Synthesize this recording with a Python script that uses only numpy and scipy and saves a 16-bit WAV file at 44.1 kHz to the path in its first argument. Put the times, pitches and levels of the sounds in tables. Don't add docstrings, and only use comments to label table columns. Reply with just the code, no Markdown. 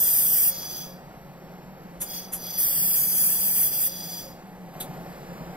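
import sys
import numpy as np
from scipy import signal
from scipy.fft import rfft, irfft, next_fast_len
from scipy.io import wavfile
from scipy.ndimage import uniform_filter1d

SR = 44100
rng = np.random.default_rng(int(sys.argv[2]) if len(sys.argv) > 2 else 0)


def nominal_scale(level):
    x = np.asarray(level, float) / 20
    return 10 ** x


def transcribe(u):
    v = np.clip(np.atleast_2d(u).T, -1, 1)
    q = np.round(v * 32767).astype(np.int16)
    wavfile.write(sys.argv[1], SR, q)


N = 245195
T = np.arange(N) / SR

# beam_on_s, beam_off_s, sizzle_db
WELDS = [
    (-1, .49, -20.6),
    (2.586, 3.868, -22.5),
]
STRIKE_DB_PER_S, QUENCH_DB_PER_S = 900, 700
SEEP_DB = -66.5
# centre_s, change_db, half_length_s
WIRE_FALTERS = [
    (2.72, -2.5, .05),
    (3.1, -1.5, .07),
    (3.23, 2, .07),
    (3.38, -2.5, .05),
    (3.62, 1.5, .06),
    (3.705, -9, .025),
    (3.77, -4, .04),
]
# freq_hz, density_db_per_hz
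SIZZLE_COLOUR = [(700, -37), (1500, -27.5), (3000, -21.5), (4300, -28), (5500, -15.5), (7500, -14.5),
                 (9500, -6), (11700, -3.5), (14500, 3), (15500, -9)]

# valve_opens_s, valve_shuts_s, flow_noise_db
TRIGGER_PULLS = [
    (-1, .8, -35),
    (2.015, 2.15, -33.5),
    (2.33, 4.19, -35.5),
]
FILL_S, SURGE_DB, SURGE_S = .07, 5, .35
BLEED_DB_PER_S, BLEED_DB_PER_S2 = 70, 300
# freq_hz, width_hz, level_db
NOZZLE_MODES = [(3345, 100, -8.5), (3850, 83, -21), (4840, 340, -1), (4853, 60, -.5), (5550, 73, -15),
                (5936, 44, 0), (5970, 290, -8), (6940, 650, -2), (8920, 220, -7), (9940, 540, -5.5),
                (11530, 410, 4), (12800, 300, -9), (13600, 580, 1.5), (13870, 45, 1.5), (14700, 920, -4)]
# freq_hz, density_db_per_hz
GAS_COLOUR = [(700, -45), (1500, -4), (3000, -6), (6000, -3), (8200, -33), (11000, -23), (14000, -3.5),
              (15500, 5)]

# freq_hz, density_db_per_hz
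DRONE_COLOUR = [(25, -6), (50, -9.5), (80, -11), (130, -5), (250, -3.5), (450, -4.5), (820, -4.5),
                (1000, -10.5), (2000, -16.5), (3500, -27), (4600, -26), (6500, -31), (11000, -35.5),
                (15500, -72)]
# freq_hz, width_hz, level_db
CHILLER_MODES = [(49, 13, -12.5), (145, 23, -4), (178.4, 31.4, -5), (524.5, 60, -15), (758, 66, -8.5),
                 (12640, 300, -19)]
DRONE_DB, CHILLER_DB, MOTOR_DB, MOTOR_HZ = -46.5, -49, -49, 176

RELAY_HZ, RELAY_DB, RELAY_HALF_S, AFTER_FLOW_S = 535, -47, .03, .39

# start_s, level_db, rise_s, t60_s, body_ring_db
PUFFS = [
    (1.996, -25, 0.022, 0.15, -24),
    (2.313, -25, 0.022, 0.16, -40),
    (4.797, -33.5, .01, 0.12, -7.5),
]
# freq_hz, density_db_per_hz
PUFF_COLOUR = [(700, -16), (1500, -15), (5000, -19.5), (7500, -4), (9000, -7), (11500, 3), (13000, -4),
               (14500, -12), (15700, -15)]

# start_s, level_db, pitch_hz, t60_s
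THUMPS = [
    (4.879, -30.5, 148, 0.14),
    (5.271, -30, 174.6, 0.15),
    (5.404, -25.5, 171, 0.12),
    (5.491, -37, 163, 0.086),
]

# from_hz, right_lead_rad
POOL_IMAGE = [(0, .5), (1200, 1.0), (4350, 1.3), (5200, 2.7), (5700, 1.6), (7600, -.6), (8500, 2.4),
              (9400, .8), (10300, 2.2), (10950, .8), (12600, 1.7), (14700, 1.0)]
# from_hz, right_lead_rad
GAS_IMAGE = [(0, .5), (1200, 1.3), (3800, 2.2), (4250, .8), (6400, -2.4), (8400, .3), (9000, 2.5),
             (9500, .6), (10500, 2.0), (11800, .6)]
# from_hz, right_lead_rad
CHILLER_IMAGE = [(0, .5), (1000, 1.35), (4700, -1.6), (5600, 2.3), (6900, -1.0), (8700, -2.4), (10900, .05)]
# start_s, end_s, first_centre_hz, width_hz
OPPOSED = [(0, .5, 7450, 300), (0, .52, 4250, 600), (.3, 1.4, 9400, 450), (.5, 1.79, 7400, 900),
           (.55, .75, 10800, 500), (.75, 1.35, 11250, 1300), (1.35, 1.92, 9800, 2600),
           (2.08, 2.31, 7550, 1700), (2.39, 2.64, 7400, 1700), (2.64, 2.96, 6800, 1950),
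           (3.2, 3.45, 6300, 450), (2.45, 2.7, 4050, 350), (2.7, 3.3, 4000, 750), (3.3, 3.8, 4050, 650),
           (3.8, 4.2, 4200, 200), (2.95, 3.45, 7400, 500), (2.97, 3.17, 5600, 600), (3.23, 4, 5550, 450),
           (3.45, 4.05, 7150, 850), (3.9, 4.35, 10750, 600), (4.05, 4.55, 6700, 500),
           (4.65, 5.25, 6550, 250), (4.38, 5.15, 10300, 600), (4.62, 4.95, 5450, 450),
           (5.15, 5.56, 9450, 1200), (5.25, 5.56, 6100, 900)]
SLIDE_PER_S = .08
RAGGED = np.repeat(rng.uniform(.8, 1.3, N // 2048 + 2), 8)[:N // 256 + 2]

# start_s, rise_db
GAIN_STEP = (4.73, 4.8)
CUTOFF_HZ = 15720


def rms_one(x):
    return x / np.sqrt(np.mean(x ** 2) + 1e-20)


def drift(rate_hz, count=N):
    r = np.exp(-2 * np.pi * rate_hz / SR)
    settled = signal.lfilter([1], [1, -2 * r, r * r], rng.standard_normal(count + SR))[SR:]
    return rms_one(settled)


def coloured(x, spectrum):
    size = next_fast_len(N)
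    hz, db = np.transpose(spectrum)
    bin_hz = np.fft.rfftfreq(size, 1 / SR)
    gain = nominal_scale(np.interp(np.log(bin_hz + 1), np.log(hz), db))
    return rms_one(irfft(rfft(x, size) * gain, size)[:N])


def resonate(x, hz, width_hz):
    r = np.exp(-np.pi * width_hz / SR)
    zeros = [(1 - r * r) / 2, 0, (r * r - 1) / 2]
    poles = [1, -2 * r * np.cos(2 * np.pi * hz / SR), r * r]
    return signal.lfilter(zeros, poles, x)


def whistles(modes, flicker_db):
    out = np.zeros(N)
    for hz, width_hz, db in modes:
        narrow = resonate(rng.standard_normal(N), hz, width_hz)
        tone = resonate(narrow, hz, 3 * width_hz)
        out += rms_one(tone) * nominal_scale(db + flicker_db * drift(3.7))
    return rms_one(out)


def smooth(grid, bins, frames):
    return uniform_filter1d(uniform_filter1d(grid, size=bins, axis=0), size=frames, axis=1)


def sizzle_gain():
    wire_db = sum(db * np.exp(-((T - s) / half_s) ** 2) for s, db, half_s in WIRE_FALTERS)
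    gain = nominal_scale(SEEP_DB)
    for on_s, off_s, db in WELDS:
        strike_db = STRIKE_DB_PER_S * np.maximum(on_s - T, 0)
        quench_db = QUENCH_DB_PER_S * np.maximum(T - off_s, 0)
        gain = gain + nominal_scale(db + wire_db - strike_db - quench_db)
    return gain


def melt_pool():
    jet = rng.standard_normal(N) * nominal_scale(0.71 * drift(480) + 0.39 * drift(17))
    strikes = rng.random(N) < 900 / SR
    crack_size = nominal_scale(7.1 * np.minimum(rng.exponential(1, N), 4))
    spatter = strikes * crack_size * rng.choice([-1, 1], N)
    sizzle = coloured(jet + nominal_scale(-18.5) * rms_one(spatter), SIZZLE_COLOUR)
    return sizzle_gain() * sizzle


def gas_flow_db():
    flow = 1e-4
    for opens_s, shuts_s, db in TRIGGER_PULLS:
        age = np.maximum(T - opens_s, 0)
        after = np.maximum(T - shuts_s, 0)
        fill = (1 - np.exp(-age / FILL_S)) ** 2
        surge_db = SURGE_DB * np.exp(-age / SURGE_S)
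        bleed_db = BLEED_DB_PER_S * after + BLEED_DB_PER_S2 * after ** 2
        flow = flow + fill * nominal_scale(db + surge_db - bleed_db)
    return 20 * np.log10(flow)


def shielding_gas():
    flow_db = gas_flow_db()
    hiss = nominal_scale(-5) * coloured(rng.standard_normal(N), GAS_COLOUR)
    tube = whistles(NOZZLE_MODES, flicker_db=-0.5) + hiss
    bass = signal.sosfiltfilt(signal.butter(4, 6600, fs=SR, output="sos"), tube)
    dulling = nominal_scale(0.3 * np.minimum(flow_db + 30.5, 0))
    return nominal_scale(flow_db + 0.91 * drift(37)) * (bass + dulling * (tube - bass))


def chiller():
    drone = nominal_scale(DRONE_DB + .5 * drift(4.1)) * coloured(rng.standard_normal(N), DRONE_COLOUR)
    motor_hz = MOTOR_HZ + 5.02 * drift(5.89)
    motor = nominal_scale(MOTOR_DB + 3.0 * drift(2.5)) * np.sin(2 * np.pi * np.cumsum(motor_hz) / SR)
    return drone + nominal_scale(CHILLER_DB) * whistles(CHILLER_MODES, flicker_db=-2.2) + motor


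def relay():
    shape = np.zeros(N)
    for _, off_s, _ in WELDS:
        for wait_s in (.02, AFTER_FLOW_S + .015):
            shape += np.exp(-((T - off_s - wait_s) / RELAY_HALF_S) ** 2)
    return nominal_scale(RELAY_DB) * shape * np.sin(2 * np.pi * RELAY_HZ * T)


def valve():
    air = coloured(rng.standard_normal(N), PUFF_COLOUR)
    body = rms_one(resonate(rng.standard_normal(N), 3650, 360))
    out = np.zeros(N)
    for start_s, db, rise_s, t60_s, ring_db in PUFFS:
        age = np.maximum(T - start_s, 0)
        decay = nominal_scale(-60 * np.maximum(age - rise_s, 0) / t60_s)
        shape = np.minimum(age / rise_s, 1) ** 2 * decay
        out += nominal_scale(db) * shape * (air + nominal_scale(ring_db) * body)
    return out


def boards():
    out = np.zeros(N)
    for start_s, db, hz, t60_s in THUMPS:
        age = np.maximum(T - start_s, 0)
        shape = np.minimum(age / 0.026, 1) * nominal_scale(-60 * age / t60_s)
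        out += nominal_scale(db) * shape * np.sin(2 * np.pi * hz * age)
    return out


def doorway(x, wet_db, t60_s):
    age = T[:SR // 4]
    echoes = rng.standard_normal(len(age)) * nominal_scale(-60 * age / t60_s) * (age > .002)
    echoes = echoes / np.sqrt(np.sum(echoes ** 2))
    return x + nominal_scale(wet_db) * signal.fftconvolve(x, echoes)[:N]


def phase_image(mono, bands, wander_hz, patchy):
    hz, s, spectrum = signal.stft(mono, SR, nperseg=1024, noverlap=768)
    edges = np.array([edge + wander_hz * np.interp(s, T, drift(1.2)) * (edge > 0) for edge, _ in bands])
    band = (hz[:, None, None] > edges).sum(axis=1) - 1
    lead = np.array(bands)[np.clip(band, 0, None), 1]
    field = smooth(rng.standard_normal(lead.shape), bins=8, frames=36)
    lead = lead + np.round(patchy * rms_one(field)) * np.pi / 2.2 * (hz[:, None] > 1900)
    for start_s, end_s, first_hz, width_hz in OPPOSED:
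        spell = slice(*np.searchsorted(s, [start_s, end_s]))
        centre_hz = first_hz * (1 - SLIDE_PER_S * (s[spell] - start_s))
        inside = np.abs(hz[:, None] - centre_hz) < width_hz * RAGGED[spell] / 2
        lead[:, spell][inside] = np.pi
    sides = spectrum * np.exp(.5j * lead * [[[-1]], [[1]]])
    return signal.istft(sides, SR, nperseg=1024, noverlap=768)[1][:, :N]


def scene():
    pool = doorway(melt_pool(), wet_db=-1.5, t60_s=0.037)
    nozzle = doorway(shielding_gas() + valve(), wet_db=-7, t60_s=0.037)
    machine = doorway(chiller() + relay(), wet_db=-11, t60_s=0.34) + boards()
    return (phase_image(pool, POOL_IMAGE, wander_hz=120, patchy=.6)
            + phase_image(nozzle, GAS_IMAGE, wander_hz=150, patchy=.5)
            + phase_image(machine, CHILLER_IMAGE, wander_hz=250, patchy=.3))


def band_gate(x, depth_db, chance_db):
    hz, s, spectrum = signal.stft(x, SR, nperseg=1024, noverlap=768)
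    power = smooth(np.sum(np.abs(spectrum) ** 2, axis=0), bins=6, frames=8)
    under_db = 10 * np.log10(power / power[hz > 9000].mean(axis=0) + 1e-20)
    luck = smooth(rng.standard_normal(power.shape), bins=5, frames=7)
    row_hz = hz[:, None]
    strong = under_db + chance_db * rms_one(luck) > -depth_db + 4.0 * (row_hz > 7300)
    keep = strong | (row_hz < 1800) | (row_hz > 9500)
    return signal.istft(spectrum * keep, SR, nperseg=1024, noverlap=768)[1][:, :N]


def low_pass(x):
    return signal.sosfilt(signal.butter(12, 16770, fs=SR, output="sos"), x)


def record(dry):
    step_s, step_db = GAIN_STEP
    gain_db = step_db * np.clip((T - step_s) / 0.017, 0, 1)
    top_cut = signal.ellip(14, .5, 62, CUTOFF_HZ, fs=SR, output="sos")
    cut = signal.sosfilt(top_cut, dry * nominal_scale(gain_db))
    mix = band_gate(cut, depth_db=21.5, chance_db=5)
    return low_pass(mix)


dry = scene()
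out = record(dry)
transcribe(out)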